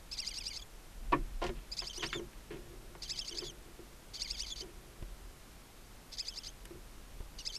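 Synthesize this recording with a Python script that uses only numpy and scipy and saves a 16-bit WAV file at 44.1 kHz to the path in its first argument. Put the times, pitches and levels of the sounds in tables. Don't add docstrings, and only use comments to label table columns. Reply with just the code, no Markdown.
import sys
import numpy as np
from scipy import signal
from scipy.fft import rfft, irfft, next_fast_len
from scipy.io import wavfile
from scipy.ndimage import uniform_filter1d, map_coordinates

SR = 44100
rng = np.random.default_rng(int(sys.argv[2]) if len(sys.argv) > 2 else 0)


def generate_wav(signal):
    frames = np.transpose(np.atleast_2d(signal))
    scaled = np.clip(frames, -1, 1) * 32767
    pcm = np.round(scaled).astype(np.int16)
    wavfile.write(sys.argv[1], SR, pcm)


N = 334278
TIME = np.arange(N) / SR

# pitch_hz, level_db, t60_s
BOARD_BOOM = [(132.7, -5, 0.3), (153.8, -10.5, 0.47), (229.3, -8, 0.33), (289, -56, 0.025),
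              (346.7, 3, 0.17), (378.7, -0.5, 0.089), (428, 0.5, 0.021), (554, -11, 0.18),
              (654, -35, 0.066)]
# start_s, level_db
FLOOR_PUSHES = [(1.491, -39.5), (5.025, -39.5), (7.204, -42)]


def amp(db):
    return 10 ** (np.asarray(db) / 20)


def unit_rms(x):
    return x / np.sqrt(np.mean(x ** 2) + 1e-20)


def unit_crest(x):
    return x / np.sqrt(uniform_filter1d(x ** 2, size=441).max() + 1e-20)


def gain_at(curve, hz):
    curve_hz, curve_db = np.transpose(curve)
    return amp(np.interp(np.log(hz + 1), np.log(curve_hz + 1), curve_db))


def equalise(x, curve):
    size = next_fast_len(len(x))
    return irfft(rfft(x, size) * gain_at(curve, np.fft.rfftfreq(size, 1 / SR)), size)[:len(x)]


def wander(count, hz):
    steps = np.arange(count) * hz / SR
    return unit_rms(map_coordinates(rng.standard_normal(8192), [steps], order=3, mode="wrap"))


def progress(length_s):
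    return np.linspace(0, 1, round(length_s * SR))


def arch(u, crest):
    return np.interp(u, [0, crest, 1], [0, 1, 0])


def add(mix, start_s, sound):
    part = mix[max(round(start_s * SR), 0):][:len(sound)]
    part += sound[:len(part)]


def microphone_hiss(level_db=-56.5):
    # freq_hz, gain_db
    hiss_eq = [(25, -3), (65, -1.5), (110, -3.5), (330, -9), (1000, -14), (2000, -17.5), (5000, -21),
               (13500, -25)]
    return amp(level_db) * unit_rms(equalise(rng.standard_normal(N), hiss_eq))


def draught():
    # time_s, level_db
    fader = [(0.0, -54), (0.95, -53.5), (1.05, -38), (1.45, -41.5), (1.68, -51.5), (3.5, -53.5),
             (4.16, -58.5), (4.28, -48), (4.96, -58), (5.0, -48.5), (5.51, -59), (7.41, -50), (7.58, -55)]
    # freq_hz, gain_db
    air_eq = [(10, -9), (22, -5), (38, 0.5), (52, -7.5), (70, -19.5), (110, -30.5), (250, -35), (600, -82)]
    air = equalise(rng.standard_normal(N), air_eq)
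    steady_air = air / np.sqrt(uniform_filter1d(air ** 2, size=8000))
    return steady_air * amp(np.interp(TIME, *np.transpose(fader)))


def ring(force, modes):
    t = np.arange(SR // 4) / SR
    response = sum(amp(db) * np.exp(-np.log(1000) * t / t60) * np.sin(2 * np.pi * hz * t)
                   for hz, db, t60 in modes)
    return signal.fftconvolve(force, response)[:len(force)]


def floor_boards(sway_hz=43, sway_decay_s=0.12, shove_s=0.0029, shove_db=3):
    # time_s, level_db
    shuffle_fader = [(2.3, -80), (2.72, -56.5), (3.03, -66), (4.52, -73), (4.86, -63), (5.4, -69.5)]
    thuds, t = np.zeros(N), np.arange(SR // 3) / SR
    sway = np.exp(-t / sway_decay_s) * np.sin(2 * np.pi * sway_hz * t)
    shove = t / shove_s * (2 - t / shove_s) * np.exp(1 - t / shove_s)
    for start_s, db in FLOOR_PUSHES:
        add(thuds, start_s, amp(db) * (sway + amp(shove_db) * shove))
    shuffle_gain = amp(np.interp(TIME, *np.transpose(shuffle_fader), left=-100, right=-100))
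    friction = rng.standard_normal(N) * amp(2.2 * wander(N, 60))
    return thuds + shuffle_gain * unit_rms(ring(friction, BOARD_BOOM))


def judder(press, modes):
    t, out = np.arange(len(press)) / SR, 0
    for hz, db, t60 in modes:
        retained = np.exp(-2 * np.log(1000) / (t60 * SR))
        energy = signal.lfilter([1], [1, -retained], press ** 2)
        phase = 2 * np.pi * (hz * t + rng.random()) + wander(len(t), hz / 6)
        out = out + amp(db) * np.sqrt(energy / energy.max()) * np.sin(phase)
    return out


def footfall(rise_s, decay_s, boom_db, knock_db, scrape_db, bright_hz, focus_db_per_octave=0):
    # pitch_hz, level_db, t60_s
    panel_knock = [(541, -6.5, 0.099), (696, 2.5, 0.012), (788, -4, 0.024), (964, 1, 0.043),
                   (1066, 2, 0.015), (1396, -1, 0.064), (1680, -6, 0.038), (1847, -1.5, 0.058),
                   (2170, -3, 0.064)]
    # freq_hz, gain_db
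    scrape_eq = [(600, -30), (1250, -6), (1700, -3), (2050, -3.5), (2500, -1), (2900, 0.5), (3800, -4),
                 (5400, -4), (13000, -4)]
    t = np.arange(SR // 3) / SR
    press = np.minimum(t / rise_s, 1) * np.exp(-np.maximum(t - rise_s, 0) / decay_s)
    grit = press * rng.standard_normal(len(t)) * amp(3 * wander(len(t), 747))
    lowpass = signal.butter(3, bright_hz, fs=SR)
    scrape = signal.lfilter(*lowpass, equalise(grit, scrape_eq))
    tilt_db = np.clip(scrape_db - knock_db, -7, 9)
    panels = [(hz, db + tilt_db * np.log2(hz / 1000), t60) for hz, db, t60 in panel_knock]
    boards = [(hz, db - focus_db_per_octave * min(abs(np.log2(hz / 343)), .5), t60)
              for hz, db, t60 in BOARD_BOOM]
    boom = amp(boom_db) * unit_crest(judder(press, boards))
    knock = amp(knock_db) * unit_crest(judder(press, panels))
    return boom + knock + amp(scrape_db) * unit_crest(scrape)


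def footwork():
    # start_s, rise_s, decay_s, boom_db, knock_db, scrape_db, bright_hz
    claw_strikes = [(1.415, 0.0055, 0.021, -39.5, -35.5, -44.5, 4230),
                    (1.437, 0.0025, 0.025, -39, -43, -43.5, 5400),
                    (1.462, 0.0046, 0.013, -69, -58, -44, 5370),
                    (1.49, 0.0021, 0.0046, -38.5, -46.5, -46, 3000),
                    (1.55, .01, 0.11, -68, -76, -60.5, 3200), (1.819, 0.00075, 0.016, -54, -48, -50, 2600),
                    (2.020, 0.015, 0.014, -41.5, -40.5, -36, 3900),
                    (2.128, 0.00087, .011, -51, -46, -35, 2720), (2.33, .001, .005, -72, -66, -58, 3500),
                    (2.505, 0.00089, 0.055, -43, -55.5, -53.5, 3200),
                    (2.950, 0.0018, 0.0049, -52.5, -52, -55.5, 2200),
                    (6.653, 0.0014, 0.0031, -55.5, -57, -49.5, 14000)]
    # start_s, decay_s, boom_db
    soft_steps = [(1.976, 0.04, -48), (2.15, 0.013, -38), (2.193, 0.011, -41.5), (3.309, 0.19, -50),
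                  (3.419, 0.021, -43), (3.646, 0.064, -57), (3.789, 0.0053, -49), (4.609, 0.068, -48.5),
                  (6.707, 0.0046, -46.5), (6.752, 0.01, -52)]
    out = np.zeros(N)
    for start_s, *strike in claw_strikes:
        add(out, start_s, footfall(*strike))
    for start_s, decay_s, db in soft_steps:
        add(out, start_s, footfall(0.0017, decay_s, boom_db=db, knock_db=db - 13.5, scrape_db=db - 16,
                                   bright_hz=2200, focus_db_per_octave=6.5))
    for start_s, db in FLOOR_PUSHES:
        add(out, start_s, footfall(0.0011, 0.0024, boom_db=db - 13.5, knock_db=db - 15.5,
                                   scrape_db=db - 20.5, bright_hz=4500))
    return out


def landing(start_s=1.122, skid_s=0.018, perch_db=-23.5):
    # pitch_hz, level_db, t60_s
    perch_ring = [(299, -13, 0.19), (996, -7, 0.019), (1101, -6.5, 0.065), (1137, -22, 0.062),
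                  (1793, -18, 0.084), (2430, -18.5, 0.062)]
    out, press = np.zeros(N), np.zeros(SR // 4)
    add(press, 0, signal.windows.tukey(round(skid_s * SR), .7))
    add(out, start_s, amp(perch_db) * unit_crest(judder(press, perch_ring)))
    first_foot = footfall(0.0017, 0.013, boom_db=-37.5, knock_db=-34.5, scrape_db=-40.5, bright_hz=2730)
    second_foot = footfall(0.0024, 0.018, boom_db=-37, knock_db=-40.5, scrape_db=-46, bright_hz=2400)
    add(out, start_s - 0.001, first_foot)
    add(out, start_s + 0.011, second_foot)
    return out


def nest_box(x, width_hz=45, lift_db=5, between_db=-2, echo_t60_s=.04, echo_db=-17):
    standing_waves = [2080, 3098, 3544, 4050, 4510, 4590, 4900, 7100]
    hz = np.fft.rfftfreq(N, 1 / SR)
    peaks = sum(np.exp(-((hz - centre) / width_hz) ** 2) for centre in standing_waves)
    boxy = irfft(rfft(x) * amp(between_db + lift_db * peaks), N)
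    t = np.arange(SR // 8) / SR
    taps = rng.standard_normal(len(t)) * (t > .002) * np.exp(-np.log(1000) * t / echo_t60_s)
    return boxy + amp(echo_db) * signal.fftconvolve(boxy, taps / np.linalg.norm(taps))[:N]


def rasp_envelope(length_s, attack_s=0.0038, release_s=0.021):
    t = np.arange(0, length_s, 1 / SR)
    return np.minimum(t / attack_s, 1) * np.sqrt(np.minimum((length_s - t) / release_s, 1))


def rasps(effort, pitch_hz=2330, chaos=.1, air_db=-6, flutter_db=1.8):
    # freq_hz, gain_db
    rasp_eq = [(1000, -9.5), (2550, -16), (3450, 4.5), (4100, 1.5), (4700, -0.5), (5200, -1), (5750, -3),
               (6500, 0.5), (7300, -22), (8000, -11.5), (8500, -18), (10000, -20), (13000, -22)]
    phase = 2 * np.pi * np.cumsum(pitch_hz * (1 + chaos * wander(N, 900))) / SR
    rattle = unit_rms(sum(np.sin(k * phase) for k in range(1, 6)))
    air = amp(air_db) * rng.standard_normal(N)
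    flutter = amp(flutter_db * wander(N, 450))
    return effort * unit_rms(equalise((rattle + air) * flutter, rasp_eq))


def syrinx(pitch, swell_db, tilt_db, jitter, onset_jitter, shimmer_db):
    # freq_hz, gain_db
    throat_eq = [(1500, -14.5), (2150, -13.5), (2700, -12.5), (3500, -4.5), (4200, -4), (4850, 6.5),
                 (5350, -1), (5650, -5.5), (6400, -2), (7300, -9.5), (8000, -19), (8500, -9), (9400, -21),
                 (13000, -32)]
    u = np.linspace(0, 1, len(pitch))
    unsteadiness = jitter + onset_jitter * (1 - u) ** 4
    pitch = pitch * (1 + unsteadiness * wander(len(u), 1470))
    phase = 2 * np.pi * np.cumsum(pitch) / SR
    voice = sum(amp(tilt_db * np.log2(k)) * gain_at(throat_eq, k * pitch) * np.sin(k * phase)
                for k in range(1, 5))
    swell = amp(swell_db + shimmer_db * wander(len(u), 256))
    return unit_rms(voice * swell * signal.windows.tukey(len(u), .25))


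def peeps(sag=.17, top_at=0.4, rasp_share=0.61):
    # start_s, length_s, level_db, top_hz, rasp_db
    peep_cues = [(0.614, 0.022, -49.5, 3420, -51), (2.114, 0.092, -48.5, 3565, -54.5),
                 (3.434, 0.085, -48.5, 3464, -47.5), (4.501, 0.042, -41.5, 3490, -58),
                 (4.609, 0.021, -49.5, 3100, -47), (7.385, 0.038, -49.5, 2930, -49)]
    voice, effort = np.zeros(N), np.zeros(N)
    for start_s, length_s, db, top_hz, rasp_db in peep_cues:
        u = progress(length_s)
        bend = sag * length_s / .085
        pitch = top_hz * (1 - bend * (2 * (u - top_at)) ** 2)
        note = syrinx(pitch, 9 * arch(u, 0.65), tilt_db=-5.5,
                      jitter=0.0094, onset_jitter=0.044, shimmer_db=2.5)
        add(voice, start_s, amp(db) * note)
        add(effort, start_s, amp(rasp_db) * rasp_envelope(rasp_share * length_s))
    return voice, effort


def whistle(length_s, from_hz, to_hz, sag=0.022, detune=0.0167):
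    u = progress(length_s)
    slide = np.geomspace(from_hz, to_hz, len(u))
    pitch = slide * (1 - sag * np.sin(np.pi * u) + detune * rng.standard_normal())
    return syrinx(pitch, 4 * arch(u, 0.17), tilt_db=-9.5, jitter=0.03, onset_jitter=0.028, shimmer_db=4)


def falling_note(length_s=.032, from_hz=2650, to_hz=2047, detune=0.032):
    ends_hz = np.multiply([from_hz, to_hz], 1 + detune * rng.standard_normal(2))
    u = progress(length_s)
    pitch = np.interp(u, [0, 1], ends_hz)
    return syrinx(pitch, 4 * arch(u, 0.87), tilt_db=-11.5,
                  jitter=0.011, onset_jitter=0.02, shimmer_db=3.5)


def sweep(low_hz, top_hz, climb_s, overshoot_s=.006, full_voice_hz=2060):
    t = np.arange(-climb_s, overshoot_s, 1 / SR)
    pitch = low_hz + (top_hz - low_hz) * np.cos(np.pi / 2 * t / climb_s) ** 2
    swell_db = np.interp(np.linspace(0, 1, len(t)), [0, 0.67, 1], [-5, 8, 2])
    weakness_db = 10 * np.maximum(np.log2(full_voice_hz / pitch), 0)
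    return syrinx(pitch, swell_db - weakness_db, tilt_db=1,
                  jitter=0.014, onset_jitter=0.037, shimmer_db=3.5)


def trills(climb_s=.034, max_rasp_s=0.0645, gap_share=0.59, opening_hold_s=0.019, fade_s=0.0014):
    # start_s, end_s, lead_in_db
    trill_cues = [(0.113, 0.605, -57), (1.716, 2.14, -51.5), (3.018, 3.449, -52.5), (4.135, 4.638, -58),
                  (6.118, 6.505, -57), (7.378, 7.62, -60)]
    # top_s, sweep_db, low_hz, top_hz, rasp_db, fall_db, whistle_db
    syllable_cues = [(0.14, -41.5, 2350.0, 2650.0, -45.5, -56, -60),
                     (0.208, -38.5, 1900.0, 2800, -47, -47, -55),
                     (0.296, -39.5, 2140, 2880, -44, -48.5, -53),
                     (0.393, -41.5, 2145, 2880, -44.5, -47, -56),
                     (0.491, -40, 2265, 2880, -46.5, -47.5, -58),
                     (0.582, -44.5, 1805, 2740, -45.5, -55, -54),
                     (1.739, -43, 2150.0, 2575.0, -53, -72, -76),
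                     (1.803, -37.5, 1736, 2650, -45, -50, -50.5), (1.889, -43.5, 1790, 2790, -49, -69, -47),
                     (1.989, -44.5, 2365, 3010, -48.5, -62, -44.5),
                     (2.081, -44.5, 2180, 2940, -47.0, -55, -51), (3.043, -49, 1745, 2835, -44, -62, -53),
                     (3.123, -38, 1550.0, 2650.0, -48.0, -55, -51),
                     (3.203, -39.0, 1440, 2730, -44.5, -62, -45),
                     (3.304, -43.0, 1980, 2864, -48.0, -57, -47.5),
                     (3.399, -39, 1460, 2650.0, -49.0, -55.5, -52.5),
                     (4.163, -48.5, 2000.0, 2290, -44.5, -64, -56),
                     (4.235, -39, 1410, 2825.0, -44.5, -46.5, -57),
                     (4.326, -39.5, 1916, 2796, -45, -50, -50.5),
                     (4.423, -39, 1770, 3000.0, -45, -52, -46.5), (4.622, -47.5, 1413, 2870, -47, -62, -61),
                     (6.142, -51.5, 2250.0, 2720, -48, -75, -76), (6.21, -38, 1477, 2590, -47.5, -60, -57),
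                     (6.299, -41, 1890, 2670, -48, -74, -54.5), (6.391, -43.0, 1700.0, 2710, -52, -73, -60),
                     (6.491, -46.5, 1960, 3170, -48.5, -62, -60), (7.483, -38, 1520, 2680, -59, -66, -48),
                     (7.574, -43, 1980, 2740, -47, -62, -63)]
    # start_s, length_s, level_db
    bare_rasps = [(4.46, 0.06, -46)]
    voice, effort = np.zeros(N), np.zeros(N)
    for start_s, end_s, lead_in_db in trill_cues:
        notes, previous_s = np.zeros(N), start_s
        syllables = [row for row in syllable_cues if start_s < row[0] < end_s]
        for index, (top_s, db, low_hz, top_hz, rasp_db, fall_db, whistle_db) in enumerate(syllables):
            if index == 0:
                lead_s, hold_s = top_s - start_s, opening_hold_s
            else:
                lead_s, hold_s = min(max_rasp_s, gap_share * (top_s - previous_s)), 0
            if index > 1:
                lead_in = whistle(0.0207, from_hz=2820, to_hz=3480)
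                add(notes, top_s - lead_s - .003, amp(lead_in_db) * lead_in)
            add(effort, top_s - lead_s, amp(rasp_db) * rasp_envelope(lead_s + hold_s))
            add(notes, top_s - climb_s, amp(db) * sweep(low_hz, top_hz, climb_s))
            add(notes, top_s + 0.0059, amp(fall_db) * falling_note())
            add(notes, top_s + .004, amp(whistle_db) * whistle(0.0312, from_hz=3450, to_hz=3000))
            previous_s = top_s
        gate = np.clip(np.minimum(TIME - start_s, end_s - TIME) / fade_s, 0, 1)
        voice += notes * gate
    for start_s, length_s, db in bare_rasps:
        add(effort, start_s, amp(db) * rasp_envelope(length_s))
    return voice, effort


def scene():
    voice, effort = np.add(trills(), peeps())
    chicks = nest_box(voice + amp(-0.15) * rasps(effort))
    adult = landing() + footwork() + floor_boards() + draught()
    return (chicks + adult + microphone_hiss())[None]


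def record(dry):
    lowpass = signal.firwin(401, cutoff=13750, window=("kaiser", 8), fs=SR)
    return signal.oaconvolve(dry, lowpass[None], "same")


dry = scene()
out = record(dry)
generate_wav(out)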